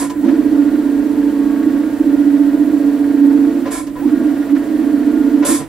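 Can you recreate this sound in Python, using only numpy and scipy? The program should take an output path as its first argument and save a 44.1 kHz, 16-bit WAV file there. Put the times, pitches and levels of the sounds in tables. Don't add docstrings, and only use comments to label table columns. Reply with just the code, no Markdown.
import sys
import numpy as np
from scipy import signal
from scipy.fft import rfft, irfft
from scipy.io import wavfile
from scipy.ndimage import uniform_filter1d, minimum_filter1d

SR = 44100
rng = np.random.default_rng(int(sys.argv[2]) if len(sys.argv) > 2 else 0)


def wav_record(signal):
    frames = np.transpose(np.atleast_2d(signal))
    bounded = np.clip(frames, -1, 1)
    quanta = np.round(bounded * 32767).astype(np.int16)
    wavfile.write(sys.argv[1], SR, quanta)


N = 250488
T = np.arange(N) / SR
BINS = np.maximum(np.arange(N // 2 + 1) * SR / N, 1.)

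# throttle off, pads grip and drive back on, all in seconds.
STOPS = [(-.09, -.08, .134), (3.58, 3.703, 3.932), (5.42, 5.447, 9)]
FULL_TPS, CRAWL_TPS = 14.88, 1
COAST, BRAKING, DRIVE = 22, 50, 82
DRIVE_FADE_S = .08

# time in seconds, level in dB.
HUM_LEVEL = [(0.0, -17), (0.14, -22), (0.24, -11.5), (1.64, -16), (1.66, -11), (1.99, -19.5), (2.01, -11.5),
             (3.13, -15), (3.23, -9), (3.62, -14.5), (3.67, -19), (3.99, -26.5), (4.05, -11.5),
             (4.24, -12.5), (4.48, -20), (4.54, -7.5), (4.67, -21), (4.7, -14), (5.41, -11.5),
             (5.46, -23.5), (5.51, -7.5), (5.68, -35.5)]
# frequency in Hz, nominal width in Hz, relative level in dB.
DECK_MODES = [(217.7, 10, -22), (253.1, 1.3, -4), (285.4, 14.6, 0), (307.1, 4.4, -4), (320.6, 6.5, -10),
              (334, 9.1, -9)]
DECK_ORDERS = [17, 19, 20, 21, 22]
DECK_ORDER_DB = [-18.5, 0, -7.5, -11, -18.5]
TONE_SHARE_DB = -0.5
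JOLT_TURN = .3
HOLD_S, HOLD = 0.062, 0.51
SURGE_TPS, SURGE_WIDTH_TPS, SURGE_DB = 11.7, 2, 2
WAVER_DB, WAVER_HZ = 0.5, 5.097

WHEEL_ORDERS = [15, 27, 28, 30, 36, 39, 42, 45, 50, 53, 60, 67, 75, 97, 109, 120, 133, 149, 166, 270, 298,
                300, 353, 422, 455, 490, 508, 590]
# level at full speed in dB, left minus right in dB.
WHEEL_TONES = [(-36, -4), (-50, -3), (-41, -3), (-36, -3), (-47, -3), (-47, -3), (-52, -6), (-43.5, -8),
               (-54, -3), (-56, -6), (-47.5, -3), (-54, -1), (-51, 0), (-53, -2), (-50, 3), (-57, 0),
               (-60, 0), (-67, 0), (-65, 0), (-66, 0), (-67, 0), (-65, 0), (-76, 0), (-77, 0), (-74, 0),
               (-76, 0), (-76, 0), (-76, 0)]
TORQUE_ORDERS = [30, 45, 90]
TORQUE_DB = [-40, -46.5, -49.5]
# frequency in Hz, nominal width in Hz, lift in dB.
FRAME = [(443, 14, 9.5), (560.4, 22.4, 9), (737, 43, 4.5), (876, 42, 8), (976, 34, 7), (1130, 44, 1.5),
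         (1423, 6.7, 15), (1870, 59, 8), (4430, 41, -3)]

SWITCH_HZ = 15968.4
SIDEBAND_ORDERS = [15, 22, 39, 45, 47, 69, 73, 75, 105, 114, 120]
# level in dB, left minus right in dB.
SIDEBANDS = [(-75, -4), (-76, -4), (-73, 0), (-59, 6), (-76, -8), (-75, 1), (-74, -12), (-66, 4), (-70, -2),
             (-74, -8), (-72, -9)]
# frequency in Hz, relative level in dB per Hz.
COIL_COLOUR = [(2650, -11), (4500, -10.5), (4990, -27.5), (7420, -0.5), (7980, -3), (8460, 1.5),
               (9290, -3.5), (10500, 2), (13300, -8), (14800, -2.5), (15600, -6)]
COIL_DB = -51.5

# frequency in Hz, relative level in dB per Hz.
WHIRR_COLOUR = [(340, -34), (370, -9.5), (400, -6), (500, -7.5), (660, -8), (810, -16.5), (1250, -16.5),
                (1640, -17.5), (2100, -21), (2400, -23), (3300, -26), (4300, -29.5), (6000, -31.5),
                (7800, -42.5)]
WHIRR_STILL_DB, WHIRR_FULL_DB = -48, -38.5
GRIND_DB = 2
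DRAG_DB, RATTLE_S = -15.5, 0.015

# hardest moment in seconds, hiss in dB, disc ring in dB,
# onset length in seconds.
BITES = [(-.025, -26.5, -28.5, .01), (3.741, -30.5, -29.5, 0.017), (5.504, -21.5, -27, 0.0051)]
HISS_COLUMN, RING_COLUMN = 1, 2
HISS_FALL, RING_FALL = 1360, 1870
RING_LATE_S = 0.018
# frequency in Hz, relative level in dB per Hz.
PAD_COLOUR = [(710, -42), (1200, -42), (2490, -4), (2710, -13), (2850, -13), (3420, -4), (4130, -5.5),
              (6580, -2), (7630, 3.5), (8480, 6.5), (11000, 4.5), (13800, -11.5), (15000, -52)]
TOP_SLOW_DB, TOP_FROM_HZ = -16, 11400
# frequency in Hz, relative level in dB, 60 dB decay time in seconds.
CALIPER = [(440, -9, .15), (580, -4, .25), (750, -11, .1), (1010, 4, .17), (1070, -1, .13), (1350, -7, .1),
           (1440, -10, .1), (1690, -7, .12), (1820, -9, .12), (2220, -8, .07), (3530, -14, .08),
           (4740, -16, .08), (6460, -16, .1), (7160, -13, .08), (7480, -10, .2), (7900, -8, .2),
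           (9370, -12, .05), (10000, -14, .1), (10800, -14, .1), (11400, -14, .1)]
# start in seconds, level in dB, tick against
# the blow in dB, low-pass corner of the blow in Hz, thud against the blow in dB, frame rattle
# against the blow in dB.
CLACKS = [(0.014, -23.5, -20, 3030, -9, -14), (0.096, -21.5, -0.5, 11100, -22, -20.5),
          (.24, -41.5, -17, 2500, -20, 0.5), (0.282, -30.5, -12, 5000, -20, -13.5),
          (3.654, -18.5, -17, 3500, -22.5, -16), (3.866, -31.5, 3, 11000, -22, -16.5),
          (3.954, -25, -21, 2500, -8, -23), (4.548, -32.5, -34, 4020, -28, -12.5),
          (5.422, -23.5, -12, 3000, -22, -8.5), (5.484, -17, -27.5, 2500, -15, -25),
          (5.599, -30.5, -14.5, 900, 6, -7.5)]
THUD_HZ, THUD_T60_S = 148, .28
BLOW_S = .0055

# frequency in Hz, relative level in dB per Hz.
ROOM_COLOUR = [(11, -47.5), (18, -26), (38, -5.5), (70, -19.5), (97, -9.5), (118, -19), (146, -9.5),
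               (162, -14.5), (179, -36.5), (200, -7), (260, -32.5), (440, -120)]
ROOM_DB = -41
# frequency in Hz, likeness from 0 to 1, left lead in radians,
# left minus right in dB.
PAIR = [(20, .8, -2, -1.5), (60, .4, -1, -1), (125, .82, 0, -5.8), (280, .99, .05, -5.9),
        (500, .85, 0, -2.5), (1000, .76, -.12, -.5), (2300, .7, -.19, -1.5), (4200, .6, -.35, -1.5),
        (6000, .6, -1.2, -2.3), (7500, .75, -1.9, -2.3), (8700, .75, -2.7, -1.6), (10000, .7, -3.3, -1.8),
        (13000, .5, -4.3, -3.3), (15500, .3, -5.3, -4)]
CEILING, LIMITER_S, TOP_HZ = 1.05, .012, 15795


def undb(db):
    return 10 ** (np.asarray(db) / 20)


def shape(points):
    hz, *columns = np.transpose(points)
    return [np.interp(np.log(BINS), np.log(hz), c) for c in columns]


def colour(points):
    return undb(shape(points)[0]) * (BINS > points[0][0]) * (BINS < points[-1][0])


def bell(hz, width):
    return 1 / np.sqrt(1 + ((BINS - hz ** 2 / BINS) / width) ** 2)


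def pair(direct, diffuse):
    like, lead, pan_db = shape(PAIR)
    left = like * direct * np.exp(1j * lead) + np.sqrt(1 - like ** 2) * diffuse
    return irfft(np.array([left * undb(pan_db / 2), direct * undb(-pan_db / 2)]), N)


def noise(gain):
    x = pair(*(gain * rfft(rng.standard_normal((2, N)))))
    return x / x.mean(axis=0).std()


def smooth_twice(x, size):
    return uniform_filter1d(uniform_filter1d(x, size), size)


def walk(rate):
    k = int(SR / rate)
    return smooth_twice(np.repeat(rng.standard_normal(N // k + 1), k), k)[:N]


def tone(cycles, db, pan_db):
    wave = np.sqrt(2) * np.cos(2 * np.pi * cycles) * undb(db + 3.5 * walk(3.68))
    return wave * undb(np.array([[pan_db / 2], [-pan_db / 2]]))


def wheel():
    def since(s):
        return np.maximum(T - s, 0)

    speeds, idle = [], np.zeros(N)
    for off, grip, on in STOPS:
        slowing = FULL_TPS - COAST * since(off) - BRAKING * since(grip)
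        gaining = CRAWL_TPS + DRIVE * since(on)
        speeds.append(np.clip(np.maximum(slowing, gaining), CRAWL_TPS, FULL_TPS))
        idle += (T > grip) * (T < on)
    speed = uniform_filter1d(np.min(speeds, axis=0), SR // 40, mode="nearest")
    drive = 1 - uniform_filter1d(idle, int(DRIVE_FADE_S * SR), mode="nearest")
    return speed, drive


def deck(turns, full):
    power = sum((undb(db) * bell(hz, width) ** 1.736) ** 2 for hz, width, db in DECK_MODES)
    hum = noise(np.sqrt(power))
    for k, db in zip(DECK_ORDERS, DECK_ORDER_DB):
        hum += tone(k * (turns - JOLT_TURN), db + TONE_SHARE_DB, -6.) * full ** 8
    swing = np.sqrt(smooth_twice(hum.mean(axis=0) ** 2, int(HOLD_S * SR)))
    gaining = np.gradient(full) > 0
    surge_db = SURGE_DB * np.exp(-((full * FULL_TPS - SURGE_TPS) / SURGE_WIDTH_TPS) ** 2) * gaining
    level_db = np.interp(T, *np.transpose(HUM_LEVEL)) + surge_db + WAVER_DB * walk(WAVER_HZ)
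    return hum / swing ** HOLD * undb(level_db)


def wheel_tones(turns, speed):
    full = speed / speed.max()
    out = np.zeros((2, N))
    for k, (db, pan_db) in zip(WHEEL_ORDERS, WHEEL_TONES):
        out += tone(k * turns + rng.random(), db, pan_db) * full ** 25.0
    push = np.clip(np.gradient(uniform_filter1d(speed, SR // 30)) * SR / 80, 0, 1)
    for k, db in zip(TORQUE_ORDERS, TORQUE_DB):
        ripple_hz = k * speed
        flare = 1 + sum(undb(lift) / (1 + ((ripple_hz - hz) / width) ** 2) for hz, width, lift in FRAME)
        heard = np.clip(ripple_hz / 600, 0, 1) ** 2
        out += push * flare * heard * undb(4 * walk(50)) * tone(k * turns, db, -3)
    return out


def controller(turns, drive):
    lines = np.zeros((2, N))
    for k, (db, pan_db) in zip(SIDEBAND_ORDERS, SIDEBANDS):
        lines += tone(SWITCH_HZ * T - k * turns + rng.random(), db, pan_db)
    sizzle = noise(colour(COIL_COLOUR)) * undb(COIL_DB + 1.3 * np.cos(2 * np.pi * (turns - .05)))
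    return drive * lines + (0.63 + 0.55 * drive) * sizzle


def whirr(turns, full):
    resonance = 1 + sum((undb(db) - 1) * bell(hz, width) ** 2 for hz, width, db in FRAME)
    body = noise(colour(WHIRR_COLOUR) * resonance) * undb(5 + 0.44 * walk(10))
    brush = np.exp(2.2 * (np.cos(2 * np.pi * (turns - .7)) - 1)) * undb(2.4 * walk(9))
    rub = noise(bell(1550, 900) ** 2) * brush * undb(-1.5)
    push = np.clip(np.gradient(full) * SR * FULL_TPS / DRIVE, 0, 1)
    spin_db = WHIRR_STILL_DB + (WHIRR_FULL_DB - WHIRR_STILL_DB + GRIND_DB * push) * full
    drag = undb(DRAG_DB) * bite(HISS_COLUMN, HISS_FALL)
    rattle = np.zeros(N)
    for start, db, _, _, _, rattle_db in CLACKS:
        after = np.maximum(T - start, 0) / RATTLE_S
        rattle += undb(db + rattle_db) * after * np.exp(1 - after)
    return (body + rub) * (undb(spin_db) + drag + rattle)


def bite(column, fall, late=0.):
    level = np.zeros(N)
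    for (_, grip, _), row in zip(STOPS, BITES):
        hardest, onset = row[0] + late, row[3]
        level += np.clip((T - grip) / onset, 0, 1) * undb(row[column] - fall * (T - hardest) ** 2)
    return level


def brake(full):
    modes = [(hz, undb(db) * bell(hz, np.log(1000) / np.pi / t60 * 1.4)) for hz, db, t60 in CALIPER]
    low_modes = np.sqrt(sum(m ** 4 for hz, m in modes if hz < 3000)) ** .5
    high_modes = sum(m for hz, m in modes if hz > 3000)
    ring = noise(low_modes + 0.02 * bell(1800, 2500))
    hiss = noise(colour(PAD_COLOUR) * (1 + 4.4 * high_modes))
    dull = signal.filtfilt(*signal.butter(2, TOP_FROM_HZ, fs=SR), hiss)
    top = (hiss - dull) * undb(3 + TOP_SLOW_DB * (1 - full))
    hissing = (dull + top) * bite(HISS_COLUMN, HISS_FALL)
    return hissing + ring * bite(RING_COLUMN, RING_FALL, RING_LATE_S)


def clacks():
    out, t = np.zeros(N), T[:SR // 4]
    for start, db, tick_db, corner_hz, thud_db, _ in CLACKS:
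        ring = np.zeros(len(t))
        for hz, mode_db, t60 in CALIPER:
            weight, detune = rng.standard_normal(2)
            gain = undb(mode_db + 1.2 * weight - 0.00037 * hz)
            wave = np.sin(2 * np.pi * hz * (1 + 0.0087 * detune) * t)
            ring += gain * wave * np.exp(-np.log(1000) * t / t60)
        tick = rng.standard_normal(len(t)) * np.exp(-t / .011) * undb(tick_db)
        thud = undb(thud_db) * np.sin(2 * np.pi * THUD_HZ * t) * np.exp(-np.log(1000) * t / THUD_T60_S)
        hit = (ring / 2 + tick + thud) * (1 - np.exp(-t / BLOW_S)) * undb(db)
        i = int(start * SR)
        out[i:i + len(t)] += signal.lfilter(*signal.butter(2, corner_hz, fs=SR), hit)[:N - i]
    return pair(rfft(out), rfft(np.roll(out, 180)))


def room():
    return noise(colour(ROOM_COLOUR)) * undb(ROOM_DB)


def scene():
    speed, drive = wheel()
    turns, full = np.cumsum(speed) / SR, speed / FULL_TPS
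    motor = wheel_tones(turns, speed) + controller(turns, drive)
    return deck(turns, full) + motor + whirr(turns, full) + brake(full) + clacks() + room()


def record(dry):
    size = int(LIMITER_S * SR)
    need = np.minimum(1, CEILING / (np.abs(dry).max(axis=0) + 1e-9))
    gain = uniform_filter1d(minimum_filter1d(need, size), size)
    top_cut = signal.ellip(16, .5, 60, TOP_HZ, fs=SR, output="sos")
    return signal.sosfilt(top_cut, np.clip(dry * gain, -1, 1))


dry = scene()
out = record(dry)
wav_record(out)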